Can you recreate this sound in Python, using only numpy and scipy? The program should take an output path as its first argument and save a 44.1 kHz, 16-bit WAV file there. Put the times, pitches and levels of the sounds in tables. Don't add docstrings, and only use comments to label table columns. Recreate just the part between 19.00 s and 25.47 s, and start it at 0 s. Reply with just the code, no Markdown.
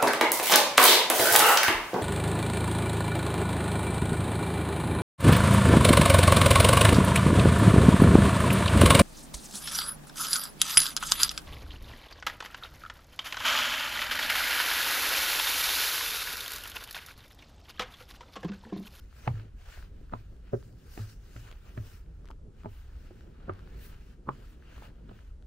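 import sys
import numpy as np
from scipy import signal
from scipy.fft import rfft, irfft, next_fast_len
from scipy.io import wavfile
from scipy.ndimage import uniform_filter1d, map_coordinates

SR = 44100
rng = np.random.default_rng(int(sys.argv[2]) if len(sys.argv) > 2 else 0)


def store_pcm(level_fs):
    pcm = np.round(np.clip(level_fs, -1, 1) * 32767).astype(np.int16)
    wavfile.write(sys.argv[1], SR, np.atleast_2d(pcm).T)


def undo_db(level):
    steps = np.asarray(level, float) / 20
    return 10 ** steps


N = 285272
HALVES = np.array([[0.5], [-0.5]])

# (time [s], peak level [dB], slap pitch [Hz], knock level [dB], knock pitch [Hz])
SOLE_SLAPS = [(0.2753, -27.5, 786, -3.5, 190), (0.2769, -22, 874, -11, 223), (0.304, -48, 910, -12, 200),
              (1.124, -46.5, 536, 6.5, 210), (1.136, -24, 1007, -14.5, 250), (1.32, -61.5, 600, 13.5, 210),
              (1.533, -36.5, 600, 15.5, 409), (1.54, -33.5, 575, 8.5, 371), (1.9759, -40, 626, 1.5, 315),
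              (1.993, -44.5, 1180, 4, 227), (2.362, -45, 1340, 2, 267), (2.776, -41, 590, 4, 260),
              (3.303, -40.5, 920, -21, 256), (3.646, -43, 930, 4, 189), (3.658, -33.5, 830, -1.5, 407),
              (4.108, -59.5, 634, 17, 352), (4.482, -41, 613, 4, 178), (4.495, -25, 1190, -6.5, 376),
              (5.275, -55, 1030, 17.5, 217), (5.289, -19.5, 1066, -17, 384), (5.8218, -45, 870, -19, 229),
              (6.092, -48.5, 606, 0.5, 283), (6.113, -46.5, 720, 3.5, 183)]
# (time [s], share of the port lag [0-1])
FOOT_BEARING = [(.28, 0.21), (1.13, 0.45), (1.54, 0.77), (1.98, 0.48), (2.37, 0.76), (2.78, 0.84),
                (3.3, 0.2), (3.65, 0.42), (4.11, 0.25), (4.49, 0.65), (5.28, 0.18), (5.8, 0.15),
                (6.1, 0.67)]
# (frequency [Hz], lag [rad])
FOOT_LAG = [(100, 0.5), (250, 0.5), (400, 1.23), (650, 2.06), (900, 4), (1100, 7), (1330, -2), (1500, 1),
            (3000, 6)]
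# (frequency [Hz], level [dB])
SCUFF_SPECTRUM = [(100, -14), (200, 11), (500, 9), (1200, -3.5), (1700, -12), (3000, -24), (5000, -59),
                  (20000, -120)]
# (time [s], peak level [dB], centre [Hz], pan [dB])
EDGE_CRACKS = [(0.2757, -25, 1970, 2), (1.125, -40.5, 1610, -5), (1.1362, -39, 2280, -1),
               (1.532, -48, 1740, 9), (1.9767, -34, 1880, -1), (1.992, -42, 1770, -1.5),
               (2.364, -38, 2170, 0), (2.776, -34, 1760, -3), (2.785, -44, 1290, 4),
               (3.302, -57, 1530, 1.0), (3.658, -45, 2030, 1), (4.112, -57, 1500, 0),
               (4.4956, -42.5, 2160, 0), (5.2898, -39, 2310, -3), (6.0912, -48, 2680, -3),
               (6.094, -44, 1250, 0)]
# (time [s], peak level [dB], pitch [Hz], t60 [s], rise [s])
SPAN_THUDS = [(0.2745, -19.5, 123, 0.1, 0.015), (0.305, -25, 100, 0.083, 0.01),
              (0.341, -36, 107.3, 0.39, 0.0012), (1.132, -40, 109.4, 0.27, 0.016),
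              (1.261, -51, 102, 0.31, 0.0092), (1.532, -26.5, 119, 0.13, 0.013),
              (1.649, -42.5, 111.5, 0.15, 0.016), (1.717, -46, 113, 0.18, 0.011),
              (1.994, -29, 106, 0.21, 0.019), (2.202, -50, 109, 0.14, 0.014),
              (2.354, -45, 112.3, 0.42, 0.012), (2.43, -45, 109, 0.21, 0.0079),
              (2.7729, -31.5, 112.5, 0.12, 0.0088), (2.799, -37, 103, 0.18, 0.0075),
              (3.663, -42, 102, 0.23, 0.0063), (4.491, -37.5, 95, 0.3, 0.022),
              (4.537, -43, 98, 0.067, 0.01), (5.276, -33.5, 137.3, 0.18, 0.028),
              (5.765, -37.5, 56, 0.13, 0.0071), (6.09, -43, 110.2, 0.21, 0.025)]
# (time [s], click level [dB], body level [dB], bright level [dB], body pitch [Hz])
GEAR_TICKS = [(0.1277, -57, 5, -20, 1370), (0.185, -63, 10, -25, 1100), (0.398, -46.5, 1.5, -31, 1380),
              (0.685, -61, 8, -30, 800), (0.775, -55.5, 12, -30, 600), (0.826, -59, 15, -25, 1500),
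              (1.0963, -63.5, 13, -13, 1490), (1.365, -64, -9, -6, 2500), (1.6275, -50.5, -5, -19, 1290),
              (1.727, -69, -9, 6, 1300), (1.7853, -70, -6, 5, 1300), (2.514, -39.5, -12, -10.5, 700),
              (2.526, -43.5, -12, -14, 600), (3.062, -60, -2, -19, 1500), (3.2455, -61, 8, -8, 1195),
              (3.256, -48, -11, -8.5, 1300), (3.262, -62, 2, -12, 1500), (3.2713, -60, 3, -14, 1890),
              (3.2768, -55, -2, -6, 1200), (3.2873, -49, -3, -9, 1500), (3.3057, -54.5, -11, -0.5, 1300),
              (3.3124, -48, 5.5, -11, 1260), (3.6345, -52, 5, -11, 1290), (3.965, -61, -8.5, -5, 1300),
              (4.2083, -56, 5.5, -9, 1430), (4.5358, -53, -6, -6, 1300), (4.5921, -52, 4.5, -15, 1200),
              (4.675, -52, -1, -30, 1500), (5.624, -62, 11, -25, 1500), (5.7615, -49, 3, -25, 1140),
              (5.7804, -46.5, -4, -22, 1200), (5.834, -59, 9, -34, 1300), (6.19, -58, 8, -21, 1600),
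              (6.4248, -55.5, -4, -9, 1390)]
# (frequency [Hz], level [dB])
SNAP_SPECTRUM = [(1300, -0.5), (2200, -3.5), (3500, -7), (4800, -15), (6500, -61)]
# (frequency [Hz], level [dB])
SPARK_SPECTRUM = [(4000, -12), (5500, -5), (8500, -12), (12000, -19), (15500, -19)]
# (peak time [s], rise [s], fall [s], level [dB], brightness [dB])
CLOTH_RUBS = [(0.034, 0.12, 0.077, -74.5, -0.5), (0.227, 0.17, 0.23, -66, 0.5),
              (0.382, 0.3, 0.15, -67.5, -4.5), (0.74, 0.19, 0.17, -61, -1), (0.969, 0.089, 0.44, -77, -2),
              (1.174, 0.11, 0.13, -70, -1.5), (1.33, 0.18, 0.29, -80.5, 0), (1.47, 0.057, 0.12, -71, -5.5),
              (1.56, 0.072, 0.3, -76.5, 3.5), (1.67, 0.16, 0.062, -80.5, 3), (1.8, 0.067, 0.23, -76, 1),
              (2.0, 0.19, 0.13, -63.5, 2.5), (2.102, 0.044, 0.079, -68.5, 4),
              (2.403, 0.28, 0.25, -67.5, 1.5), (2.511, 0.18, 0.13, -67.5, -11),
              (2.667, 0.11, 0.37, -69, -2), (2.882, 0.14, 0.16, -67.5, 1.5),
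              (3.297, 0.69, 0.12, -81.5, -1.5), (3.616, 0.11, 0.37, -74, -2.5),
              (3.8, 0.24, 0.17, -73.5, -1), (4.066, 0.35, 0.067, -71, -1.7),
              (4.163, 0.25, 0.28, -73.5, -1.5), (4.56, 0.37, 0.08, -71, -43),
              (4.91, 0.62, 0.083, -67.5, -2.5), (5.088, 0.52, 0.11, -72, -1.5),
              (5.353, 0.13, 0.33, -70, -2), (5.53, 0.2, 0.048, -73, -0.5), (5.68, 0.09, 0.43, -70.5, -10),
              (5.85, 0.25, 0.057, -62.5, -2.5), (6.16, 0.14, 0.16, -70.5, -3),
              (6.27, 0.11, 0.089, -77, -1.5), (5.99, 0.062, 0.13, -80, -11)]
# (peak time [s], rise [s], fall [s], level [dB])
SHELL_SLIDES = [
    (1.94, 0.071, 0.079, -72.5),
    (2.96, 0.43, 0.07, -77),
    (3.718, 0.043, 0.21, -80),
    (4.844, 0.085, 0.11, -67.5),
    (5.51, 0.24, 0.046, -86),
    (5.851, 0.04, 0.29, -94),
]
# (frequency [Hz], level [dB per Hz])
FOLD_SPECTRUM = [(400, -2), (700, -4.5), (1080, -4), (1350, -1), (1650, -5.5), (2000, -12.5), (3000, -41)]
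# (frequency [Hz], level [dB per Hz])
SWISH_SPECTRUM = [(1500, -1), (2200, -3.5), (2900, -1.5), (3500, -8), (4500, -9.5), (6500, -34)]
# (frequency [Hz], level [dB per Hz])
WEAVE_SPECTRUM = [(3500, -6.5), (5000, -1.5), (7000, -4), (11000, -14), (13500, -38)]
# (frequency [Hz], level [dB per Hz])
SHEEN_SPECTRUM = [(8000, -7.5), (10500, -4.5), (13000, -1), (15500, 1.5), (17000, -20)]
# (frequency [Hz], t60 [s])
HILLSIDE_DECAY = [(150, 0.29), (1000, 0.088), (5000, 0.16)]
# (time [s], level [dB])
RUMBLE_LEVEL = [(0, -48), (.3, -48.5), (.55, -45), (1.1, -46.5), (1.9, -49), (2.3, -47.5), (2.9, -45),
                (3.5, -47), (3.95, -45.5), (4.5, -49), (4.8, -46), (5.2, -52.5), (5.6, -48.5), (6, -50.5),
                (6.44, -45), (6.47, -50)]
# (frequency [Hz], level [dB per Hz])
RUMBLE_SPECTRUM = [(8.8, -35), (15, 2), (54, 7), (84, -2), (140, -23), (180, -50), (310, -120)]
# (time [s], level [dB])
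HUM_LEVEL = [(0, -58), (.25, -59.5), (.55, -61), (.8, -55), (1.3, -58), (1.7, -56.5), (2.4, -61),
             (3, -58.5), (3.3, -58), (3.45, -57.5), (3.58, -57), (3.9, -60), (4.7, -49.5), (4.95, -60),
             (5.15, -57.5), (5.6, -57), (6.05, -56.5), (6.47, -58.5)]
# (frequency [Hz], level [dB per Hz])
HUM_SPECTRUM = [(59, -36.5), (100, -3.5), (156, -6), (312, -14), (404, -13.5), (687, -26.5), (1000, -33.5),
                (1300, -92)]
# (frequency [Hz], level [dB per Hz])
HISS_SPECTRUM = [(470, -44), (800, -5.5), (1300, -6.5), (2100, -15), (7000, -20), (12600, -27.5),
                 (13200, -43)]
# (frequency [Hz], correlation [-1 to 1])
PORT_LIKENESS = [(60, 0.99), (220, 0.9), (400, 0.69), (650, 0.29), (1000, 0.18), (1500, 0.85), (2700, 0.54),
                 (5000, 0.29), (11000, 0.14)]
# (frequency [Hz], lead [rad])
LEFT_LEAD = [(60, 0), (220, .2), (400, .5), (650, 1), (950, 2.6), (1120, 2.6), (1300, .4), (2700, 1),
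             (5000, .6), (11000, -.8)]


def unit(x):
    return x / np.sqrt(np.mean(x ** 2) + 1e-20)


def peak_one(x):
    return x / np.abs(x).max()


def along(points, hz):
    f, v = np.transpose(points)
    return np.interp(np.log(hz + 1), np.log(f + 1), v)


def over_time(rows):
    s, value = np.transpose(rows)
    return np.interp(np.arange(N) / SR, s, value)


def wobble(rate):
    knots = rng.standard_normal(int(N * rate / SR) + 4)
    return map_coordinates(knots, [np.arange(N) * rate / SR])


def filtered(x, response):
    m = next_fast_len(x.shape[-1] + 4096)
    return irfft(rfft(x, m) * response(np.fft.rfftfreq(m, 1 / SR)), m)[..., :x.shape[-1]]


def band(hz, centre_hz, width):
    return np.exp(-(np.log((hz + 1) / centre_hz) / width) ** 2)


def pan(db):
    return undo_db(db * HALVES)


def port_phase(lead_rad):
    return np.exp(1j * lead_rad * HALVES)


def rush(spectrum, patchy_db):
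    z = signal.stft(rng.standard_normal((2, N)), nperseg=512)[2]
    field = uniform_filter1d(rng.standard_normal(z.shape[1:]), size=8, axis=0)
    field = uniform_filter1d(field, size=8, axis=1)
    pair = signal.istft(z * undo_db(patchy_db * unit(field)), nperseg=512)[1][:, :N]
    closed = [(spectrum[0][0] / 2, -120)] + list(spectrum) + [(spectrum[-1][0] * 2, -120)]

    def mid_side(hz):
        angle = np.arccos(np.clip(along(PORT_LIKENESS, hz), -1, 1)) / 2
        return undo_db(along(closed, hz)) * [np.cos(angle), np.sin(angle)]

    mid, side = filtered(pair, mid_side)
    stereo = np.array([mid + side, mid - side])
    return unit(filtered(stereo, lambda hz: port_phase(along(LEFT_LEAD, hz))))


def ring(t, hz, t60, rise):
    u = np.maximum(t, 0)
    return np.sin(2 * np.pi * hz * u) * undo_db(-60 * u / t60) * (1 - np.exp(-u / rise))


def add(track, s, piece, lead):
    at = round(s * SR) - lead
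    track[..., at:at + piece.shape[-1]] += piece


def slaps():
    out, t = np.zeros((2, N + SR)), np.arange(-1536, 5120) / SR

    def swell(rise, fall):
        return 1 / (undo_db(-60 * t / rise) + undo_db(60 * t / fall))

    for s, db, slap_hz, knock_db, knock_hz in SOLE_SLAPS:
        lag = np.interp(s, *np.transpose(FOOT_BEARING))
        push = undo_db(-4.5) * np.exp(-((t - 0.0005) / 0.00029) ** 2)
        back = np.maximum(t - 0.0008, 0) / 0.00063
        push -= undo_db(-6.5) * back * np.exp(-back)
        slap = ring(t, slap_hz, t60=0.017, rise=0.00036)
        slap += undo_db(1.0) * ring(t, 0.88 * slap_hz, t60=0.0061, rise=0.00062)
        knock = ring(t, knock_hz, t60=0.055, rise=0.00085)
        knock += undo_db(-0.5) * ring(t, 1.385 * knock_hz, t60=0.018, rise=0.0011)
        knock += undo_db(-7.5) * ring(t, 0.594 * knock_hz, t60=0.049, rise=0.00021)

        noise = rng.standard_normal((2, 2, len(t)))
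        grit = noise[0, 0] + 0.61 * noise[0, ::-1]
        grit = unit(filtered(grit, lambda hz: undo_db(along(SCUFF_SPECTRUM, hz))))
        grit *= undo_db(-3.5 + 0.5 * knock_db) * swell(rise=0.022, fall=0.048)
        murmur = noise[1, 0] + 0.91 * noise[1, ::-1]
        murmur = unit(filtered(murmur, lambda hz: band(hz, slap_hz, width=0.34)))
        murmur *= undo_db(-21) * swell(rise=0.055, fall=0.085)

        def ports(hz):
            rubber = 1 / (1 + (hz / 3000) ** 4)
            return port_phase(lag * along(FOOT_LAG, hz)) * rubber

        blow = filtered(grit + murmur - (push + slap + undo_db(knock_db) * knock), ports)
        add(out, s + 0.00081, undo_db(db + 2) * blow, lead=1536)
    return out[:, :N]


def cracks():
    out, t = np.zeros((2, N + SR)), np.arange(-256, 1024) / SR
    for s, db, centre_hz, pan_db in EDGE_CRACKS:
        noise = rng.standard_normal((3, len(t))) * undo_db(-60 * t / 0.02) * (t > 0)

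        def response(hz):
            bells = band(hz, centre_hz, width=0.37) + undo_db(-20) * band(hz, 3800, width=0.21)
            return port_phase(along(LEFT_LEAD, hz)) * bells

        crack = peak_one(filtered(noise[0] + 0.5 * noise[1:], response))
        add(out, s, undo_db(db - 5) * pan(pan_db) * crack, lead=256)
    return out[:, :N]


def thuds():
    out, t = np.zeros(N + SR), np.arange(SR // 3) / SR
    for s, db, hz, t60, rise in SPAN_THUDS:
        neighbour = undo_db(-24) * ring(t, hz * rng.choice([0.8, 1.22]), 1.7 * t60, rise)
        add(out, s, -undo_db(db + 8) * (ring(t, hz, t60, rise) + neighbour), lead=0)
    return filtered(out[:N], lambda hz: port_phase(0.11 * (hz > 0)))


def ticks():
    out, t = np.zeros((2, N + SR)), np.arange(-256, 1024) / SR
    for s, db, body_db, bright_db, body_hz in GEAR_TICKS:
        noise = rng.standard_normal((3, len(t))) * undo_db(-60 * t / 0.006) * (t > 0)
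        snap = filtered(noise[0] + 0.5 * noise[1:], lambda hz: undo_db(along(SNAP_SPECTRUM, hz)))
        spark = filtered(noise[0] + 1.2 * noise[1:],
                         lambda hz: undo_db(along(SPARK_SPECTRUM, hz)) * (hz > 3000))
        body = undo_db(body_db + 1.5) * ring(t, body_hz, t60=0.0069, rise=0.00025)
        tick = body + peak_one(snap) + undo_db(bright_db + 0.5) * peak_one(spark)
        add(out, s, undo_db(db + 4) * pan(3.5) * tick, lead=256)
    return out[:, :N]


def strokes(rows, layer_db, tilt=0):
    peak, rise, fall, db, *bright = np.transpose(rows)[..., None]
    coarse = np.arange(0, N, 64)
    u = coarse / SR - peak
    shape_db = -20 * np.abs(u / np.where(u < 0, rise, fall)) ** 1.67
    power = np.sum(undo_db(db + layer_db + tilt * sum(bright) + shape_db) ** 2, axis=0)
    return np.interp(np.arange(N), coarse, np.sqrt(power))


def clothes():
    slip_db = 0.9 * wobble(30) + 1.1 * wobble(180)
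    fold = strokes(CLOTH_RUBS, layer_db=3.5, tilt=-0.081)
    swish = np.hypot(strokes(CLOTH_RUBS, layer_db=2.5), strokes(SHELL_SLIDES, layer_db=4.5))
    weave = np.hypot(strokes(CLOTH_RUBS, layer_db=-0.5, tilt=1.86), strokes(SHELL_SLIDES, layer_db=2.5))
    sheen = np.hypot(strokes(CLOTH_RUBS, layer_db=-5, tilt=1.66), strokes(SHELL_SLIDES, layer_db=7.5))
    fold = fold * undo_db(1.26 * slip_db) * rush(FOLD_SPECTRUM, patchy_db=1.74)
    swish = swish * undo_db(slip_db) * rush(SWISH_SPECTRUM, patchy_db=1.3)
    weave = weave * undo_db(0.7 * slip_db) * rush(WEAVE_SPECTRUM, patchy_db=2.0)
    sheen = sheen * undo_db(0.47 * slip_db[::-1]) * rush(SHEEN_SPECTRUM, patchy_db=1.5)
    return fold + (swish + weave + sheen) * pan(2)


def hillside(x):
    hz, t, z = signal.stft(rng.standard_normal((2, SR // 3)), SR, nperseg=256)
    decay = undo_db(-60 * t / along(HILLSIDE_DECAY, hz)[:, None])
    tail = signal.istft(z * decay, SR, nperseg=256)[1]
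    late = np.pad(x, ((0, 0), (200, 0)))
    return signal.fftconvolve(late, tail / np.linalg.norm(tail[0]), axes=1)[:, :N]


def valley():
    rumble = undo_db(over_time(RUMBLE_LEVEL)) * rush(RUMBLE_SPECTRUM, patchy_db=0.22)
    hum_db = over_time(HUM_LEVEL) + 2.2 * wobble(6.2) + 1.44 * wobble(21)
    hum = undo_db(hum_db) * rush(HUM_SPECTRUM, patchy_db=1.2)
    hiss = undo_db(-75) * rush(HISS_SPECTRUM, patchy_db=0.4)
    return rumble + hum + hiss


def scene():
    contacts = slaps() + cracks() + ticks()
    return contacts + undo_db(-12.5) * hillside(contacts) + thuds() + clothes() + valley()


def top_cut(x):
    return signal.sosfilt(signal.butter(12, 16800, fs=SR, output="sos"), x)


def record(dry):
    mix = filtered(dry, lambda hz: hz < 15750)
    return top_cut(mix)


dry = scene()
out = record(dry)
store_pcm(out)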